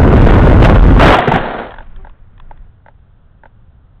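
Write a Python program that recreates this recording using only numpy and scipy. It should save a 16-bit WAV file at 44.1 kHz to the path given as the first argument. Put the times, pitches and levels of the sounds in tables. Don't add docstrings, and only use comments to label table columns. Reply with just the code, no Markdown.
import sys
import numpy as np
from scipy import signal
from scipy.fft import rfft, irfft
from scipy.io import wavfile

SR = 44100
rng = np.random.default_rng(int(sys.argv[2]) if len(sys.argv) > 2 else 0)


def pcm_store(signal):
    levels = np.round(np.clip(np.atleast_2d(signal), -1, 1) * 32767)
    wavfile.write(sys.argv[1], SR, levels.astype(np.int16).T)


N = 176400
T = np.arange(N) / SR

# f/Hz, level/dB
GEAR_SPECTRUM = [(60, -16.5), (230, -5), (760, 0), (1100, -10), (1450, -6.5), (2600, -22.5), (4200, -19.5)]


def from_db(db):
    return 10 ** (np.asarray(db) / 20)


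def rms_one(x):
    return x / np.sqrt(np.mean(x ** 2) + 1e-20)


def noise():
    return rng.standard_normal(N)


def in_time(rows):
    times_s, *columns = np.transpose(rows)
    return [np.interp(T, times_s, column) for column in columns]


def phase(hz):
    return 2 * np.pi * np.cumsum(hz) / SR


def colour(x, spectrum):
    hz = np.maximum(np.arange(N // 2 + 1) * SR / N, 1)
    points_hz, points_db = np.transpose(spectrum)
    gain = from_db(np.interp(np.log(hz), np.log(points_hz), points_db))
    return rms_one(irfft(rfft(x) * gain, N))


def drift(rate_hz):
    hz = np.arange(N // 2 + 1) * SR / N
    return rms_one(irfft(rfft(noise()) / (1 + (hz / rate_hz) ** 2), N))


def grains(per_s, spread_db):
    sizes = from_db(spread_db * np.minimum(rng.exponential(1, N), 4)) * rng.choice([-1, 1], N)
    return rms_one(sizes * (rng.random(N) < per_s / SR))


def clicks(rows):
    out = np.zeros(N)
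    for at_s, db in rows:
        out[int(at_s * SR)] += from_db(db)
    return out


def decay(x, tau_s):
    return signal.lfilter([1], [1, -np.exp(-1 / (tau_s * SR))], x + 1e-18)


def ring(x, hz, t60_s):
    r, w = from_db(-60 / (t60_s * SR)), 2 * np.pi * hz / SR
    return signal.lfilter([0, np.sin(w)], [1, -2 * r * np.cos(w), r * r], x + 1e-18)


def ring_modes(x, modes):
    return sum((-1) ** k * from_db(db) * ring(x, hz, t60_s) for k, (hz, db, t60_s) in enumerate(modes))


def cut(x, hz, kind="low"):
    return signal.sosfilt(signal.butter(2, min(hz, SR / 3), kind, fs=SR, output="sos"), x)


def airframe(push):
    # f/Hz, level/dB, t60/s
    hull_modes = [(143, -1.5, .04), (235, -1, 0.12), (440, -1.5, 0.017), (664, 1.5, .03), (766, 6, 0.017),
                  (1415, -4, 0.019), (2090, -2, 0.011)]
    return ring_modes(push, hull_modes)


def field():
    # f/Hz, level/dB
    spectrum = [(15, 0.5), (40, 5), (110, 1.5), (330, -22), (1500, -28), (2200, -42), (3800, -37.5)]
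    return from_db(-44) * colour(noise(), spectrum)


def settling_hum():
    # t/s, f/Hz, level/dB
    hum_curve = [(1.94, 359, -76.5), (2.0, 383, -42.5), (2.12, 382, -80)]
    hz, level_db = in_time(hum_curve)
    return from_db(level_db) * sum(np.sin(k * phase(hz)) / k ** 1.1 for k in range(1, 4))


def motor():
    # t/s, f/Hz, level/dB
    whine_curve = [(.2, 1479, -25.5), (.29, 1464, -22), (1.0, 1417, -25), (1.25, 1350, -120)]
    hz, level_db = in_time(whine_curve)
    return from_db(level_db) * np.sin(phase(hz * (1 + 0.0078 * drift(30))))


def servo_whirr():
    # t/s, level/dB
    run_curve = [(1.15, -32), (1.25, -19.5), (1.46, -18), (1.66, -23.5), (1.735, -40), (1.95, -68)]
    level_db, = in_time(run_curve)
    hum_hz, hum_db = 230.7, -11.5
    turn_rad = phase(hum_hz * (1 + 0.032 * drift(26)))
    hum = sum(np.sin(k * turn_rad) / k for k in range(1, 4))
    teeth = colour(grains(per_s=1200, spread_db=2.5) + .7 * noise(), GEAR_SPECTRUM)
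    return from_db(level_db + 1.3 * drift(40)) * (teeth + from_db(hum_db) * hum)


def servo_ticks():
    # t/s, level/dB
    twitches = [(1.717, -35), (1.739, -26.5), (1.761, -30), (1.783, -26.5), (1.805, -27), (2.047, -29),
                (2.069, -31), (2.094, -44), (2.51, -27.5), (2.861, -31.5), (2.883, -31), (3.434, -31),
                (3.455, -30.5)]
    # f/Hz, level/dB
    servo_modes = [(570, -12.5), (880, -2), (1560, -4), (1950, -13), (2820, -28.5), (3600, -26.5)]
    swell_cycles, tightness, spread_db = 3.2, 2.7, 1.9
    knocks = np.zeros(N)
    for hz, mode_db in servo_modes:
        cycles = hz * T[:SR // 20]
        swell = cycles / swell_cycles
        envelope = (swell * np.exp(1 - swell)) ** tightness
        knock = from_db(mode_db) * envelope * np.sin(2 * np.pi * cycles)
        strikes = clicks([(at_s, db + spread_db * rng.standard_normal()) for at_s, db in twitches])
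        knocks += signal.fftconvolve(strikes, knock)[:N]
    pulses = clicks(twitches)
    rattle = decay(pulses, tau_s=0.013) * colour(noise(), GEAR_SPECTRUM)
    hull = cut(airframe(pulses), hz=400, kind="high")
    return knocks + from_db(-13) * rattle + from_db(-20) * hull


def servo_chatter():
    # t/s, level/dB
    ticks = [(1.708, -26.5), (1.720, -27), (1.743, -26), (1.786, -25), (1.962, -35), (2.096, -37),
             (2.379, -39.5), (2.400, -32.5), (2.575, -44.5)]
    # f/Hz, level/dB, t60/s
    servo_modes = [(1006, -4, 0.016), (1786, -3, 0.0088), (2490, -10, 0.01), (3450, -5, 0.0046)]
    pulses = clicks(ticks)
    crunch = 0.14 * decay(pulses, tau_s=.0024) * noise()
    return cut(ring_modes(pulses + crunch, servo_modes), hz=600, kind="high")


def wind():
    # t/s, level/dB
    airflow = [(0, -0.5), (.76, 0), (.81, -8.5), (.84, 1.5), (.98, -2.5), (1.1, 4.5), (1.17, -25.5),
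               (1.25, -46), (1.4, -12), (1.55, -37.5), (1.95, -27.5), (2.28, -39), (2.45, -32.5),
               (2.62, -34), (2.76, -50)]
    # f/Hz, level/dB
    flight_spectrum = [(15, -10.5), (36, -5), (90, -2), (170, -9.5), (330, -17.5), (700, -23.5),
                       (1500, -34), (3800, -63)]
    breeze_spectrum = [(10, -10), (20, 3), (40, -8.5), (80, -20), (160, -29.5), (400, -42.5), (1500, -45),
                       (3800, -64)]
    landed_s, slowing_s, gust_db, flutter_db = 1.5, 0.32, -0.5, 3
    level_db, = in_time(airflow)
    flying = np.clip((landed_s - T) / slowing_s, 0, 1)
    rush = colour(noise(), flight_spectrum)
    eddies = rms_one(from_db(flutter_db * drift(210)))
    rush += (eddies - 1) * cut(rush, hz=300, kind="high")
    air = flying * rush + (1 - flying) * colour(noise(), breeze_spectrum)
    return air * from_db(level_db + gust_db * drift(36))


def throb():
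    # t/s, level/dB
    pressure_curve = [(0, -7.5), (.765, -6), (.79, 3), (.815, 4), (.835, -6.5), (.93, 0), (.965, 5),
                      (1.0, -9), (1.25, -76)]
    level_db, = in_time(pressure_curve)
    hz = 40.72 * (1 + .15 * drift(20))
    return from_db(level_db) * np.sin(phase(hz))


def buffets():
    # t/s, level/dB
    hits = [(.137, -0.5), (.269, 0), (0.309, 2.5), (.381, 0), (.473, 0.5), (0.514, 0.5), (0.698, 5.5)]
    width_s, gain_db = 0.0042, -5.5
    out = np.zeros(N)
    for at_s, db in hits:
        swell = np.exp(-np.minimum(abs(T - at_s) / width_s, 10) ** 2)
        thump = ring(swell * noise(), hz=473 * np.exp(0.12 * rng.standard_normal()), t60_s=0.018)
        thump *= np.sqrt(2 * width_s * SR / np.sum(thump ** 2))
        out += from_db(db + gain_db) * thump
    return out


def grass():
    # t/s, level/dB
    sweep_curve = [(0, -27.5), (.25, -15.5), (.58, -24.5), (.66, -13.5), (.77, -16.5), (.8, -21),
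                   (.98, -24.5), (1.01, -2), (1.07, 4.5), (1.14, -1), (1.175, -7), (1.26, -18),
                   (1.38, -16.5), (1.43, -28.5), (2.25, -75)]
    # t/s, level/dB
    tufts = [(.624, 3.5), (.636, -4), (.647, 5), (.658, 3), (.755, -6), (.825, -1), (.996, 2.5), (1.008, 3),
             (1.056, 12)]
    # f/Hz, level/dB
    stalk_spectrum = [(40, -13.5), (240, -3.5), (750, 1.5), (1450, -3.5), (2300, -11), (4200, -16)]
    level_db, = in_time(sweep_curve)
    strikes = decay(clicks(tufts), tau_s=0.0054)
    contact = grains(per_s=980, spread_db=3) + .6 * noise()
    clumps = from_db(level_db + 3.3 * drift(45))
    return colour(contact, stalk_spectrum) * (clumps + strikes)


def bumps():
    # t/s, level/dB, f/Hz, length/s
    impacts = [(1.023, 7.5, 645.4, 0.02), (1.185, -1, 725, 0.01), (1.224, -0.5, 1796, 0.0032),
               (1.273, 0, 459.4, 0.011), (1.28, -6, 140, 0.019), (1.315, -1.5, 860, 0.012),
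               (1.336, -3, 170.4, 0.022), (1.357, 2, 775, 0.0062)]
    attack_s, sag_per_length, grit_db, hull_db = 0.003, .04, -8.5, -10.5
    waver = .05 * drift(120)
    out = np.zeros(N)
    for at_s, level_db, hz, length_s in impacts:
        age_s = np.maximum(T - at_s, 0)
        lengths = np.minimum(age_s / length_s, 10)
        force = (1 - np.exp(-age_s / attack_s)) * np.exp(-lengths ** 2)
        knock = force * np.sin(phase(hz * (1 - sag_per_length * lengths + waver)))
        grit = force * rms_one(cut(noise(), hz=1790))
        hull = airframe(grit)
        hull *= np.sqrt(length_s * SR / np.sum(hull ** 2))
        out += from_db(level_db) * (knock + from_db(grit_db) * grit + from_db(hull_db) * hull)
    return out


def scene():
    background = field()
    flight = wind() + buffets() + throb() + motor()
    crash = grass() + bumps() + settling_hum()
    servos = servo_whirr() + servo_ticks() + servo_chatter()
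    return (background + flight + crash + servos)[None]


def record(dry):
    input_limit, output_limit, voice_band_hz, cutoff_hz = 0.8, 0.74, 3738, 16000
    voice_band = signal.butter(8, voice_band_hz, fs=SR, output="sos")
    top_cut = signal.ellip(10, .05, 50, cutoff_hz, fs=SR, output="sos")
    narrow = signal.sosfiltfilt(voice_band, np.clip(dry, -input_limit, input_limit))
    return signal.sosfiltfilt(top_cut, np.clip(narrow, -output_limit, output_limit))


dry = scene()
out = record(dry)
pcm_store(out)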